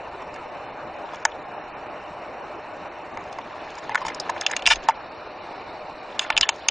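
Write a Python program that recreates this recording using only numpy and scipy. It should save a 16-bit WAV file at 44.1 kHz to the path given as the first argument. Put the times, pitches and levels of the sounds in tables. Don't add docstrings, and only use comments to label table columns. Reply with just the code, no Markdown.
import sys
import numpy as np
from scipy import signal
from scipy.io import wavfile
from scipy.ndimage import uniform_filter1d

SR = 44100
rng = np.random.default_rng(int(sys.argv[2]) if len(sys.argv) > 2 else 0)


def nominal_scale(level):
    x = np.asarray(level, float) / 20
    return 10 ** x


def put_to_file(sound):
    columns = np.atleast_2d(sound).T
    safe = np.clip(columns, -1, 1)
    whole_steps = np.round(safe * 32767)
    wavfile.write(sys.argv[1], SR, whole_steps.astype(np.int16))


N = 295821

# pitch_hz, t60_s (time to fall by 60 dB), level_db
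SHELL = [(745, .018, -9), (915, .024, 0), (1040, .02, -1), (1240, .014, -7)]
LID = [(1500, .011, -2), (1740, .013, 0), (2030, .011, -3)]
CASE = [(2480, .011, -3), (2760, .013, 0), (3020, .012, -1), (3410, .012, -3)]
EDGES = [(3913, 0.0098, 7), (5040, 0.0094, 14), (5447, 0.0077, 13), (6350, 0.011, 9.5), (6733, 0.013, 6.5),
         (8120, 0.011, -2.5), (8500, 0.0041, -7)]
PARTS = (SHELL, LID, CASE, EDGES)


def evened(x):
    return x / np.sqrt(np.mean(x ** 2) + 1e-20)


def read(points, hz):
    f, value = np.transpose(points)
    return np.interp(np.log(hz + 1), np.log(f + 1), value)


def curve(rows, outside=None):
    s, value = np.transpose(rows)
    return np.interp(np.arange(N) / SR, s, value, outside, outside)


def swells(rows, ends_db):
    gain = np.zeros(N)
    for start, top, end, db in rows:
        gain += nominal_scale(curve([(start, db + ends_db), (top, db), (end, db + ends_db)], -200))
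    return gain


def add(mix, s, sound):
    place = mix[round(s * SR):][:len(sound)]
    place += sound[:len(place)]


def hiss():
    # time_s, level_db
    hiss_level = [(0.0, -36), (3.85, -36.5), (4.2, -35.5), (6.71, -37)]
    # pitch_hz, level_db (per Hz)
    hiss_colour = [(12, -31), (20, -14.5), (154, -11.5), (217, -13), (588, -2.5), (942, -2), (2070, -16.5),
                   (2910, -17), (3230, -22.5), (5600, -29.5), (8510, -45), (10500, -63.5), (13600, -105),
                   (22000, -120)]
    # pitch_hz, width_hz, level_db
    notches = [(747, 160, 2.5), (316, 130, 4), (2366, 600, 4), (3280, 220, -16), (4860, 400, -10.5),
               (6325, 320, -7.5), (7840, 110, -0.5), (9700, 130, 1)]
    # time_s, boost_db
    head_turn = [(0, 1), (3.3, 0.5), (3.698, 6.5), (5, 8), (6, 6.5), (6.71, 12)]
    opening_hz, opening_width_hz = 4440, 1800

    hop = 256
    frames, hz = N // hop + 5, np.fft.rfftfreq(1024, 1 / SR)
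    real, imaginary, patches = rng.standard_normal((frames, 513, 3)).T
    patches = uniform_filter1d(patches, size=14, axis=0)
    patches = evened(uniform_filter1d(patches, size=10, axis=1))
    flicker = evened(uniform_filter1d(rng.standard_normal(frames), size=4))

    colour_db = read(hiss_colour, hz)
    for f, width, db in notches:
        colour_db = colour_db + db / (1 + (2 * (hz - f) / width) ** 2)
    boost_db = np.interp(np.arange(frames) * hop / SR, *np.transpose(head_turn))
    turn_db = boost_db / (1 + (2 * (hz[:, None] - opening_hz) / opening_width_hz) ** 4)

    spectra = real + 1j * imaginary
    spectra = spectra * nominal_scale(colour_db[:, None] + turn_db + 1.19 * patches + .7 * flicker)
    noise = signal.istft(spectra, nperseg=1024, noverlap=1024 - hop)[1][:N]
    return nominal_scale(curve(hiss_level) - 1.5) * evened(noise)


def whine():
    # time_s, pitch_hz
    whine_pitch = [(0, 600.4), (3.6, 608.7), (4.6, 602.3), (6.71, 614.5)]
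    partial_levels = [-49, -68.5, -61, -63.5]
    turns = np.cumsum(curve(whine_pitch)) / SR
    tone = np.zeros(N)
    for k, db in enumerate(partial_levels, 1):
        tone += np.sqrt(2) * nominal_scale(db) * np.sin(2 * np.pi * k * turns)
    return tone


def ring(modes, chance):
    detune, scatter_db = .012, 2.5
    t = np.arange(1500) / SR
    sound = np.zeros(len(t))
    for (hz, t60, db), (a, b) in zip(modes, chance):
        fade = nominal_scale(db + scatter_db * b - 60 * t / t60)
        soft_start = 1 - np.exp(-t * hz / 1.3)
        sound += fade * soft_start * np.sin(2 * np.pi * hz * (1 + detune * a) * t)
    return sound


def contacts():
    # time_s, shell level_db, lid_above_shell_db, contact_ms
    knocks = [(.2216, -28, -23, 4.3), (.3603, -31.5, 0.5, 6.1), (1.1348, -23.5, -15.5, 8),
              (1.2525, -8.5, 3.5, 0.81), (3.1727, -20, -5.5, 2.2), (3.3858, -20.5, -9, 5.9),
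              (3.8939, -17, -6, 1.5), (3.9178, -19.5, -5, 3.4), (3.947, -17, 3.5, 0.63),
              (3.9552, -13, 8, 0.7), (3.977, -25.5, 5.5, 4.3), (4.0157, -20, -15, 10),
              (4.0502, -20, -6, 5.4), (4.0662, -19.5, -14, 9.5), (4.0829, -23, 0, 2.5),
              (4.101, -27.5, 4.5, 6.8), (4.2936, -13.5, -4.5, 6.9), (4.364, -24, 0, 1.3),
              (4.6752, -14.5, 0.5, 3.2), (4.7103, -9.5, 2, 0.57), (4.7135, -14.5, -2.5, 1.6),
              (4.8866, 1, -11.5, 1.8), (4.8953, -6, -27, 3.3), (4.9076, -26, 5.5, 4.4),
              (6.2163, -24.5, -16, 11), (6.3025, -12, 2.5, 3.8), (6.3206, -30.5, 2.5, 0.61),
              (6.4327, -16.5, -2.5, 0.96), (6.4908, -12, -7.5, 1.1)]
    # time_s, case level_db, edges_above_case_db, contact_ms
    snaps = [(0.3413, -52.5, 12, 4.5), (1.1464, -37, -5, 1.1), (1.2517, -29, 19, 1.1),
             (3.3269, -38, -0.5, 3.1), (3.7845, -54, 19.5, 2.6), (4.297, -38.5, 10.5, 8),
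             (4.0657, -32, 6, 3.9), (4.0827, -31, 4, 4.6), (4.147, -48.5, 23, 0.53), (4.2, -45, 27.5, 0.27),
             (4.4113, -22.5, 6.5, 1.9), (4.4646, -6.5, -6, 0.8), (4.5144, -27.5, 6, 0.92),
             (4.5652, -13, -3.5, 1.2), (4.5927, -28, -12.5, 4.6), (4.6225, -25.5, -11.5, 4.7),
             (4.6571, -13, -13, 1.1), (4.6641, -4, -6.5, 0.62), (4.6729, -1.5, -5.5, 0.37),
             (4.6874, -16.5, 0.5, 0.3), (4.7578, -24.5, 3.5, 1.5), (6.1939, -9, -5.5, 0.8),
             (6.3025, -14.5, -9.5, 2.7), (6.3257, -21, -35, 2.4), (6.3666, -9, -20, 1.1),
             (6.3767, -2, -8, 0.69), (6.4105, -8, 4, 2.2), (6.431, -3, -19, 1.2), (6.4908, -5.5, -3.5, 0.6),
             (6.6856, -4.5, 2.5, 2.1)]
    # strongest_slip_s, level_db, rise_db and fall_db per slip
    drags = [
        (4.7122, -5.5, 2, 1.5),
        (6.2198, -29, 1.5, 0.7),
    ]
    knock_leak = [-16, -20]
    snap_leak = [-18.5, -11.5]
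    bounce_loss = [-21.5, -19.5, -15.5, -25]
    slip_parts = [-20.5, -4.5, 0, -8]
    bounce_s, bounce_ms = .006, 1.6
    slip_s, slip_ms = .0033, 1.1

    hits = []
    for s, db, up, ms in knocks:
        hits.append((s, np.r_[db, db + up, db + max(up, 0) + np.array(knock_leak)], ms))
    for s, db, up, ms in snaps:
        hits.append((s, np.r_[db + np.array(snap_leak), db, db + up], ms))

    bounces = []
    late = 1 + .25 * rng.uniform(-1, 1, (len(hits), 2))
    for j, (s, db, ms) in enumerate(hits):
        count = 1 if j < len(knocks) else 2
        for k in range(1, count + 1):
            gap = k * bounce_s * late[j, k - 1]
            bounces.append((s + gap, db + k * np.array(bounce_loss), bounce_ms, j))

    slips = []
    order = np.arange(-3, 8)
    uneven = rng.uniform(-1, 1, (len(drags), len(order), 2)) * (order != 0)[:, None]
    for j, ((s, db, rise, fall), own) in enumerate(zip(drags, uneven)):
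        for k, (a, b) in zip(order, own):
            slip_db = db + min(rise * k, -fall * k) + b
            slips.append((s + slip_s * (k + 0.29 * a), slip_db + np.array(slip_parts), slip_ms, len(hits) + j))
    return [(*hit, j) for j, hit in enumerate(hits)] + slips + bounces


def touches():
    first_ticks = [49, 27, 10, 4.6]
    tail_db = -25
    lead_s = .0006
    out, t, rows = np.zeros(N), np.arange(1000) / SR, contacts()
    draws = rng.standard_normal((len(rows), 4, 1000 + 14))
    for (s, part_db, ms, spot), draw in zip(rows, draws):
        stutter = np.exp(-(t / (0.00077 * ms)) ** 2)
        stutter += nominal_scale(tail_db) * np.exp(-t / 0.0055)
        stutter *= np.minimum(t / lead_s, 1)
        for modes, db, tick, own, place in zip(PARTS, part_db - 2, first_ticks, draw, draws[spot]):
            force = (draw[0, :1000] ** 3 + 2.0 * own[:1000]) * stutter
            force[26] += tick
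            sound = signal.fftconvolve(force, ring(modes, place[1000:].reshape(7, 2)))
            peak = np.sqrt(2 * uniform_filter1d(sound ** 2, size=70).max())
            add(out, s - lead_s, nominal_scale(db) * sound / peak)
    no_bass = signal.butter(4, 620, "high", fs=SR, output="sos")
    return signal.sosfilt(no_bass, out)


def rustle():
    # start_s, strongest_s, end_s, level_db
    leaves = [
        (1.05, 1.15, 1.25, -52),
        (1.25, 1.275, 1.35, -48.5),
        (3.1, 3.76, 3.98, -53.5),
        (3.8, 4.01, 4.8, -52),
        (4.4, 4.54, 4.58, -42),
        (4.78, 4.87, 4.95, -48),
        (6.1, 6.33, 7.1, -48),
    ]
    part_levels = [-2.5, 10.5, 7, -2]
    ticks_per_s, spread_db = 700, 4.5
    size = nominal_scale(spread_db * np.minimum(rng.exponential(1, N), 5))
    size = size * (rng.random(N) < ticks_per_s / SR) * swells(leaves, -12)
    spot, out = rng.integers(0, 12, N), np.zeros(N)
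    for k in range(12):
        tick = ring(PARTS[k % 4], rng.standard_normal((7, 2)))
        tick = tick / np.linalg.norm(tick)
        out += nominal_scale(part_levels[k % 4]) * signal.oaconvolve(size * (spot == k), tick)[:N]
    return nominal_scale(10) * out


def rocking():
    # start_s, strongest_s, end_s, level_db
    pulls = [
        (4.0, 4.1, 4.2, -51.5),
        (4.3, 4.5, 4.6, -66),
        (4.6, 4.7, 4.9, -39),
        (6.27, 6.43, 6.5, -42),
        (6.55, 6.71, 7.5, -52.5),
    ]
    low_band = signal.butter(3, [18, 60], "band", fs=SR, output="sos")
    rumble = signal.sosfilt(low_band, rng.standard_normal(N))
    return evened(rumble) * swells(pulls, -25)


def scene():
    return np.tile(hiss() + whine() + touches() + rustle() + rocking(), (2, 1))


def rounded(mid, need, finer_db, size):
    # pitch_hz, depth_db
    band_depth = [(60, 1), (500, 3), (1500, 3), (3000, 2), (5000, -1), (9000, -4)]
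    # pitch_hz, level_db
    least_steps = [(60, -30), (1000, -22), (3000, -18), (4500, -12), (5500, -13), (7000, -17), (8500, -22),
                   (9500, -28)]
    n, k = np.arange(2 * size) + .5, np.arange(size // 2) + .5
    window = np.sin(np.pi * n / 2 / size)[:, None]
    basis = window * np.cos(np.pi / size * np.outer(n + size / 2, k)) * np.sqrt(2 / size)
    padded = np.pad(mid, (size, 2 * size))
    frames = np.lib.stride_tricks.sliding_window_view(padded, 2 * size)[::size]
    lines, hz = frames @ basis, k * SR / 2 / size

    band = np.unique((np.log(hz + 900) * 17).astype(int), return_inverse=True)[1]
    member = band[:, None] == np.arange(band[-1] + 1)
    band_rms = np.sqrt((lines ** 2 @ member / member.sum(0))[:, band])
    frame_need = np.pad(need, (0, 2 * size), "edge")[::size][:len(lines), None]
    least = frame_need * nominal_scale(read(least_steps, hz))
    step = np.maximum(band_rms / nominal_scale(read(band_depth, hz) + finer_db), least)

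    chance = rng.standard_normal((len(lines), band[-1] + 1, 3))
    shared, left, right = chance[:, band].transpose(2, 0, 1)
    apart = (rng.random(len(lines)) > .1)[:, None]
    side_db = 1.2 * apart * np.array([left, right])
    step = step * nominal_scale(3 * shared[:, :1] + 3.6 * shared + side_db)
    kept = np.sign(lines) * np.floor(abs(lines) / step + .41) * step
    halves = (kept @ basis.T).reshape(2, -1, 2, size)
    return (halves[:, 1:, 0] + halves[:, :-1, 1]).reshape(2, -1)[:, :N]


def stored(mid):
    level = np.sqrt(2 * abs(uniform_filter1d(mid ** 2, size=3000, origin=600)))
    drained = np.sqrt(2 * abs(uniform_filter1d(mid ** 2, size=24001, origin=12000)))
    usual = np.median(level)
    need = np.minimum(1.3 * level, 16 * usual) - .3 * usual
    need = np.maximum(need, np.minimum(drained, 1.5 * usual))

    bright = uniform_filter1d(np.diff(mid, prepend=0) ** 2, size=128)
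    attack = bright > 9 * uniform_filter1d(bright, size=1024, origin=511)
    near_attack = uniform_filter1d(1. * attack, size=500, origin=100) > 1e-6
    short = uniform_filter1d(1. * near_attack, size=200)
    return rounded((1 - short) * mid, need, 0, size=576) + rounded(short * mid, need, 8, size=128)


def roll_off(x):
    return signal.sosfilt(signal.butter(12, 10960, fs=SR, output="sos"), x)


def record(dry):
    duck_from_db, duck_share, recover_db_per_s = -27, 0.16, 1
    power_db = 10 * np.log10(abs(uniform_filter1d(dry[0] ** 2, size=6001, origin=3000)) + 1e-12)
    fall = np.arange(N) * recover_db_per_s / duck_share / SR
    held_db = np.maximum.accumulate(power_db + fall) - fall
    duck_db = duck_share * np.maximum(held_db - duck_from_db, 0)
    mid = np.tanh(dry[0] / nominal_scale(duck_db) / 0.84) * 0.97
    treble_limit = signal.firwin(301, 9710, window=("kaiser", 9), fs=SR)
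    mid = 1.028 * signal.oaconvolve(mid, treble_limit, "same")
    return roll_off(stored(mid))


dry = scene()
out = record(dry)
put_to_file(out)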